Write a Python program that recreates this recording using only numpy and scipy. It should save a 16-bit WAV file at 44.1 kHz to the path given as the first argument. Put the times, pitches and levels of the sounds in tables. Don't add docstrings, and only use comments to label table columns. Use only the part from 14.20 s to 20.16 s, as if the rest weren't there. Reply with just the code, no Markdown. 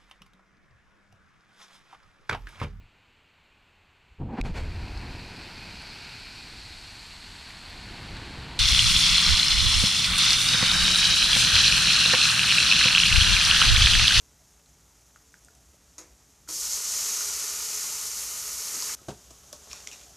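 import sys
import numpy as np
from scipy import signal
from scipy.io import wavfile
from scipy.ndimage import uniform_filter1d

SR = 44100
rng = np.random.default_rng(int(sys.argv[2]) if len(sys.argv) > 2 else 0)


def to_wav(s):
    ch = np.atleast_2d(s).T
    pcm = np.round(np.clip(ch, -1, 1) * 32767)
    wavfile.write(sys.argv[1], SR, pcm.astype(np.int16))


def nominal_scale(level):
    x = np.asarray(level, float) / 20
    return 10 ** x


N = 262874

DROP_S, CUT_S = 2.272, 4.7503
MIC_EDGE_HZ = 15520

# frequency in Hz, density in dB per Hz.
RUMBLE_COLOUR = [(21, -37), (36, -18.5), (62, 3.5), (74, -5), (86, -12.5), (150, -11), (172, -13),
                 (206, -17), (226, -21), (259, -14.5), (321, -23), (330, -16), (430, -53), (730, -120)]
RUMBLE_DB, RUMBLE_RISE_DB_PER_S, RUMBLE_CUT_DB = -64, 0.96, -2.5

# start in seconds, length in seconds, pitch in Hz, level in dB.
MOANS = [
    (0.166, 0.086, 660, -72),
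    (1.25, 0.21, 720, -68.5),
    (5.826, .14, 720, -64),
]

# start in seconds, level in dB, rise in seconds, hold in seconds.
BANGLE_SHAKES = [
    (5.51, -46, .025, .004),
    (5.533, -50.5, .012, .07),
    (5.677, -50.5, .018, .002),
    (5.722, -48.5, .006, .014),
    (5.762, -57.5, .03, 0.078),
]
# frequency in Hz, width in Hz, level in dB.
BANGLE_MODES = [(2100, 140, -31), (2440, 59, -1), (2740, 180, 2), (3800, 180, 3), (4460, 610, 6),
                (5500, 570, 11.5), (6730, 440, 8)]
SETTLE_DB_PER_S = 380

# start in seconds, peak in dB, treble share in dB, decay factor.
RIM_TAPS = [
    (1.782, -40.5, 5, 0.92),
    (2.286, -36.5, -16, 0.91),
    (4.54, -39.5, 8, 0.8),
]
# frequency in Hz, level in dB, 60 dB decay in seconds.
STEEL_MODES = [(315, -2.5, 0.32), (367, -9.5, 0.51), (495, -10, 0.47), (666, -14, 0.33), (1000, -7, 0.29),
               (1110, -1, 0.053), (1295, -6, 0.19), (1360, -23, .15), (1650, -18, 0.13), (2000, -12, 0.12),
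               (2173, -24, 0.13), (2520, -14, 0.11), (2720, -19, 0.13), (3580, -16, 0.13),
               (3910, -16, 0.13), (5160, -16, .1), (6050, -5, .1), (6300, -4, 0.12), (6600, 5, 0.088),
               (6780, -1, .1), (7040, -1, .1), (10050, -12, .12)]
# start in seconds, peak in dB, crack in dB, decay factor, bass in dB.
KNOCKS = [
    (4.814, -50, -1, 1.2, 3),
    (4.884, -22.5, -12, 0.93, 0),
    (4.893, -34, -12, 0.87, -1),
    (4.905, -30, -11, 0.67, 0),
    (4.92, -42.5, -18, 0.62, 14),
    (4.962, -57, -10, 1.2, 7),
    (5.106, -39, -1.5, 0.7, -7),
    (5.327, -36.5, -2, 1.95, -15),
    (5.469, -48, 0, 1.3, -10),
]
# frequency in Hz, level in dB, 60 dB decay in seconds.
KNOCK_MODES = [(95, -13, .06), (148, 1, 0.07), (199.5, -3.5, 0.09), (330, 0, 0.053), (386, 3, 0.055),
               (576, 0.5, 0.031), (635, 0.5, 0.039), (998, -15, 0.064), (1168, -5, 0.04),
               (1420, -11, 0.035), (1624, -16.5, 0.071), (2860, -15, .03)]
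# frequency in Hz, density in dB per Hz.
DULL_COLOUR = [(150, -7), (400, -1), (1300, -5), (2000, -17.5), (4000, -15.5), (9000, -22), (14000, -48)]
STEEL_COLOUR = [(250, -12), (450, 1), (1000, -1), (2400, -3.5), (3500, -20), (6000, -34), (9000, -59)]

# start in seconds, peak in dB, ring in Hz,
# 60 dB decay in seconds.
POPS = [(0.9604, -38, 1380, 0.0089), (1.003, -59, 1900, .01), (1.1413, -38, 1600, 0.011),
        (1.2848, -44, 1470, .014), (1.544, -51, 620, .02), (3.008, -32.5, 1400, 0.02),
        (4.625, -39, 1070, .04), (4.694, -34, 1560, 0.02), (4.79, -51, 1360, 0.054),
        (5.532, -38.5, 1140, 0.029), (5.529, -37.5, 2500, 0.015), (5.6726, -28, 2170, 0.01),
        (5.6722, -27.5, 3030, .005), (5.7148, -32.5, 2700, .008), (5.724, -43, 2600, 0.054),
        (5.514, -42, 2600, .03), (4.9, -42, 600, .012), (2.276, -45, 1430, 0.033),
        (4.57, -46.5, 285, .08), (4.888, -35, 370, .05), (3.09, -33, 1370, .012),
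        (4.545, -45, 420, .08)]
# start in seconds, peak in dB, ring in Hz, wide crack in dB.
CLICKS = [(0.46, -48, 4170, -2), (1.1204, -49, 6460, -1), (1.2478, -37, 8200, -12), (1.337, -48, 6200, -2),
          (1.351, -46, 10300, -1), (4.556, -24, 5060, -12), (4.6233, -20, 4800, -12),
          (5.33, -41.5, 1630, -9), (4.886, -43, 2900, -6), (4.907, -43, 2800, -6),
          (5.3285, -31.5, 5700, -3), (5.329, -37.5, 3440, -5), (5.329, -29, 10200, -16),
          (5.5148, -32, 5400, -12), (5.52, -43, 6040, -7), (5.5311, -19.5, 5630, -6.5),
          (5.6733, -24, 6480, -1.5), (5.6894, -39, 3550, -2), (5.7151, -31, 6100, -4),
          (5.729, -32, 5820, -8), (5.8044, -36, 7540, -12), (5.835, -36, 6500, -7),
          (5.329, -38, 13800, -12)]
# start in seconds, peak in dB, ring in Hz.
SPITS = [(2.4694, -22, 5500), (2.5334, -15, 6600), (2.6437, -21, 6650), (2.6746, -23, 6300),
         (2.8966, -22, 6000), (2.9355, -30, 6430), (2.9722, -20, 6270), (3.168, -24, 6270),
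         (3.2119, -27, 6200), (3.2414, -27, 6540), (3.5491, -25, 6230), (3.5965, -26, 6310),
         (3.6194, -25, 6250), (3.772, -34, 6600), (3.811, -33, 6970), (4.0101, -31, 6760),
         (4.2959, -26, 6910), (4.4202, -23, 5560), (4.603, -18, 6500), (4.6227, -23, 6500)]
POP_FALL, POP_CRACK_DB = 0.2, -12
CLICK_CYCLES, CLICK_MAX_S = 36, 0.0088
SPIT_T60_S, SPIT_CRACK_DB = 0.008, -17

# time in seconds, vigour in dB.
SIZZLE_VIGOUR = [(2.29, -36), (2.36, -33.5), (2.49, -31.5), (2.545, -29.5), (2.63, -33), (2.69, -29.5),
                 (2.8, -31), (3.2, -32), (3.7, -33.5), (4.27, -35.5), (4.45, -33.5), (4.52, -35),
                 (4.62, -33.5), (4.75, -33)]
# frequency in Hz, density in dB per Hz.
FIZZ_COLOUR = [(1940, -52), (3300, -11.5), (3530, -13.5), (4250, -6.5), (6460, 3.5), (9500, -10.5),
               (12400, -12), (20900, -120)]
# frequency in Hz, density in dB per Hz.
SPRAY_COLOUR = [(5180, -21.5), (8800, -14), (9750, -16.5), (11600, -13), (12000, -15.5), (12350, -22),
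                (13000, -18), (13700, -17.5), (14300, -21), (15400, -28)]
# frequency in Hz, density in dB per Hz.
SIMMER_RING_COLOUR = [(410, -28), (700, -6.5), (965, -4), (1050, -8), (1210, -5.5), (1640, -8), (4000, -11),
                      (5200, -26), (8800, -120)]
# frequency in Hz, density in dB per Hz.
SIZZLE_RING_COLOUR = [(410, -30), (700, -16), (792, -12.5), (871, -3.5), (1220, -1), (1460, -1), (1670, -7),
                      (2070, -1), (3010, -1), (3510, -11), (4000, -2.5), (5200, -4.5), (8800, -120)]
# frequency in Hz, density in dB per Hz.
CALM_RING_COLOUR = [(410, -21.5), (700, -6.5), (840, -7), (1300, -6), (1960, -11.5), (2140, -12.5),
                    (2800, -9), (4000, -9), (5200, -32), (8800, -120)]
# frequency in Hz, density in dB per Hz.
SIZZLE_BOIL_COLOUR = [(120, -43), (200, -2), (345, -5), (481, 1.5), (537, -5.5), (620, 0.5), (758, -3.5),
                      (850, 0.5), (1100, -2.5), (1870, -120)]
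# frequency in Hz, density in dB per Hz.
QUIET_BOIL_COLOUR = [(120, -33), (200, -7.5), (291, -7), (351, -6), (419, -1.5), (850, -9), (1100, -36),
                     (1870, -120)]
# frequency in Hz, width in Hz, level in dB.
PAN_PEAKS = [(419, 28, 7.5), (497, 36, 2.5), (630, 42, -9), (870, 18, -10), (1014, 18, 9.5),
             (1180, 19, -3.5), (1195, 26, -3), (1242, 25, 11.5), (1430, 140, -3), (1469, 44, 6),
             (1787, 63, 14), (2097, 34, -2), (2370, 30, -2), (2970, 92, 3), (3410, 10, -28), (3790, 21, 2),
             (4430, 23, 8), (6330, 30, -27), (7100, 68, 7.5), (7100, 39, 0)]
# simmer in dB, sizzle in dB, calmed in dB, share of vigour followed, late start in dB.
LAYER_LEVELS = [
    (-63, -33, -56, 1.18, .1),
    (-71, -40, -64.5, .1, 5.5),
    (-68.5, -44, -62.5, 1.3, 8),
    (-72.5, -55, -67, 1.13, 5.5),
]
WARM_S = [.02, .05, 0.45, 0.43]
FULL_DB, ATTACK_S, ATTACK_DB = -33, 0.017, 32
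STIR_S, STIR_WIDTH_S, STIR_DB = 5.6, 0.18, 5


def evened(x):
    return x / np.sqrt(np.mean(x ** 2) + 1e-20)


def add(mix, s, sound):
    part = mix[round(s * SR):][:len(sound)]
    part += sound[:len(part)]


def colour(points, peaks=(), peak_db=0):
    hz = np.abs(np.fft.fftfreq(8192, 1 / SR))
    f, db = np.transpose(points)
    gain = nominal_scale(np.interp(np.log(hz + 1), np.log(f + 1), db, left=-70))
    humps = sum(nominal_scale(peak_db + d) / (1 + ((hz - p) / (w / 2)) ** 2) for p, w, d in peaks)
    log_gain = uniform_filter1d(np.log(gain * (1 + humps)), size=3)
    return np.fft.ifft(np.exp(np.conj(signal.hilbert(log_gain)))).real[:4096]


def coloured_noise(x, taps):
    return evened(signal.oaconvolve(x, taps)[:N])


def wander(smooth_s):
    width = max(int(smooth_s * SR), 1)
    return evened(uniform_filter1d(uniform_filter1d(rng.standard_normal(N), width), width))


def bursts(per_s, spread_db):
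    happens = rng.random(N) < per_s / SR
    size = np.minimum(rng.exponential(1, N), 5)
    sign = rng.choice([-1., 1.], N)
    return evened(happens * sign * nominal_scale(spread_db * size))


def ring(hz, t60, fall=0, rise_s=.0005):
    t = np.arange(int(.3 * SR)) / SR
    pitch = hz * (1 + fall * (np.exp(-t / 0.001) - .3))
    envelope = nominal_scale(-60 * t / t60) * (1 - np.exp(-t / rise_s))
    return envelope * np.sin(2 * np.pi * np.cumsum(pitch) / SR)


def crack(t60, taps):
    t = np.arange(int(.3 * SR)) / SR
    puff = signal.oaconvolve(rng.standard_normal(len(t)) * nominal_scale(-60 * t / t60), taps)[:len(t)]
    return puff / np.abs(puff).max()


def kitchen(x):
    t = np.arange(int(.4 * SR)) / SR
    sparse = (rng.random(len(t)) < .05) * rng.choice([-1., 1.], len(t))
    tail = sparse * nominal_scale(-60 * t / 0.23) * (t > .003)
    return signal.oaconvolve(x, tail / np.linalg.norm(tail))[:N]


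def rumble():
    low = coloured_noise(rng.standard_normal(N), colour(RUMBLE_COLOUR))
    lumps_db = .8 * wander(.06)
    t = np.arange(N) / SR
    return low * nominal_scale(RUMBLE_DB + RUMBLE_RISE_DB_PER_S * t + RUMBLE_CUT_DB * (t > CUT_S) + lumps_db)


def flame_moans():
    out = np.zeros(N)
    for s, length, hz, db in MOANS:
        t = np.arange(int(length * SR)) / SR
        a, b = uniform_filter1d(rng.standard_normal((2, SR)), 300, axis=1)[:, :len(t)]
        tone = ((a + 1j * b) * np.exp(2j * np.pi * hz * t)).real
        add(out, s, nominal_scale(db) * np.hanning(len(t)) ** .5 * evened(tone))
    return out


def bangles():
    t, now = np.arange(2048) / SR, np.arange(N) / SR
    body = sum(nominal_scale(d) * np.sqrt(w) * np.exp(-np.pi * w * t) * np.sin(2 * np.pi * hz * t)
               for hz, w, d in BANGLE_MODES)
    jingle = coloured_noise(bursts(per_s=3500, spread_db=2.5), body)
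    shakes_db = [db - 20 * np.maximum(s - now, 0) / rise - SETTLE_DB_PER_S * np.maximum(now - s - hold, 0)
                 for s, db, rise, hold in BANGLE_SHAKES]
    return jingle * nominal_scale(np.max(shakes_db, axis=0))


def bright_taps():
    return colour(FIZZ_COLOUR[:-2] + SPRAY_COLOUR[1:])


def rim_taps():
    out, bright, fizz, steel = np.zeros(N), bright_taps(), colour(FIZZ_COLOUR), colour(STEEL_COLOUR)
    for s, db, treble_db, slow in RIM_TAPS:
        modes = sum(nominal_scale(d + treble_db * (hz > 1500)) * ring(hz, slow * t60, rise_s=0.65 / hz)
                    for hz, d, t60 in STEEL_MODES)
        contact = nominal_scale(treble_db - 1.5) * (crack(0.056, bright) + crack(0.26, fizz))
        add(out, s, nominal_scale(db) * (nominal_scale(-8.0) * modes + contact + nominal_scale(-6.5) * crack(0.43, steel)))
    return out


def knocks():
    out, bright, dull = np.zeros(N), bright_taps(), colour(DULL_COLOUR)
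    for s, db, crack_db, slow, bass_db in KNOCKS:
        modes = sum(nominal_scale(d + bass_db * (hz < 450))
                    * ring(hz * rng.uniform(0.894, 1.058), slow * t60, rise_s=0.0029)
                    for hz, d, t60 in KNOCK_MODES)
        splash = nominal_scale(crack_db) * crack(0.089 * slow, bright) + nominal_scale(-8.0) * crack(0.13 * slow, dull)
        add(out, s, nominal_scale(db) * (nominal_scale(-5.5) * modes + splash))
    return out


def pops_clicks_and_spits():
    out, bright = np.zeros(N), bright_taps()
    rows = [(s, db, hz, t60, POP_FALL, POP_CRACK_DB) for s, db, hz, t60 in POPS]
    rows += [(s, db, hz, min(CLICK_CYCLES / hz, CLICK_MAX_S), 0, crack_db) for s, db, hz, crack_db in CLICKS]
    rows += [(s, db, hz, SPIT_T60_S, 0, SPIT_CRACK_DB) for s, db, hz in SPITS]
    for s, db, hz, t60, fall, crack_db in rows:
        click = ring(hz, t60, fall, rise_s=0.0001) + nominal_scale(crack_db) * crack(0.0078, bright)
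        add(out, s, nominal_scale(db) * click)
    return out


def layer_db(t, stretch, warm_s, simmer_db, sizzle_db, calm_db, follow, late_db):
    since = np.maximum(t - DROP_S, 0)
    vigour_db = np.interp(t, *np.transpose(SIZZLE_VIGOUR)) - FULL_DB
    vigour_db = uniform_filter1d(vigour_db, size=int(warm_s * SR / 2) + 1)
    start_db = late_db * np.exp(-since / warm_s) + ATTACK_DB * np.maximum(1 - since / ATTACK_S, 0)
    sizzle = np.maximum(sizzle_db + follow * vigour_db - start_db, simmer_db)
    stir_db = STIR_DB * np.exp(-((t - STIR_S) / STIR_WIDTH_S) ** 2)
    return np.choose(stretch, [simmer_db, sizzle, calm_db + min(follow, 1) * stir_db])


def frying():
    t = np.arange(N) / SR
    stretch = (t >= DROP_S).astype(int) + (t >= CUT_S)
    fine = bursts(per_s=4500, spread_db=2.0)
    bubbles = evened(bursts(per_s=500, spread_db=2.5) + .5 * fine)
    flare_db = .5 * wander(0.011) + .5 * wander(0.089)
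    fizz_taps = [colour(FIZZ_COLOUR, PAN_PEAKS, peak_db=-11.5)] * 3
    spray_taps = [colour(SPRAY_COLOUR)] * 3
    ring_taps = [colour(SIMMER_RING_COLOUR), colour(SIZZLE_RING_COLOUR, PAN_PEAKS, peak_db=-12),
                 colour(CALM_RING_COLOUR)]
    quiet_boil = colour(QUIET_BOIL_COLOUR)
    boil_taps = [quiet_boil, colour(SIZZLE_BOIL_COLOUR, PAN_PEAKS, peak_db=-4.5), quiet_boil]
    # taps for each stretch, grains, grain share, flare share, echo in dB.
    layers = [(fizz_taps, fine, .62, 1.01, -17), (spray_taps, fine, .55, .7, -17),
              (ring_taps, bubbles, .65, .6, -8), (boil_taps, bubbles, .7, .4, -6)]
    out = np.zeros(N)
    for (taps, grains, share, flare, echo_db), levels, warm_s in zip(layers, LAYER_LEVELS, WARM_S):
        drive = share * grains + np.sqrt(1 - share ** 2) * rng.standard_normal(N)
        drive = drive + nominal_scale(echo_db) * kitchen(drive)
        layer = np.choose(stretch, [coloured_noise(drive, h) for h in taps])
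        level_db = layer_db(t, stretch, warm_s, *levels)
        out += layer * nominal_scale(level_db + flare * flare_db + 0.22 * wander(0.018))
    return out


def scene():
    near = pops_clicks_and_spits() + bangles()
    struck = rim_taps() + knocks()
    reflected = kitchen(nominal_scale(-9.5) * near + nominal_scale(-13) * struck)
    mix = rumble() + flame_moans() + struck + near + frying() + reflected
    return np.array([mix, mix])


def top_cut(x):
    return signal.sosfilt(signal.butter(12, 15550, fs=SR, output="sos"), x)


def record(dry):
    limited = signal.oaconvolve(dry, signal.firwin(1023, MIC_EDGE_HZ, fs=SR)[None], "same")
    return top_cut(limited)


dry = scene()
out = record(dry)
to_wav(out)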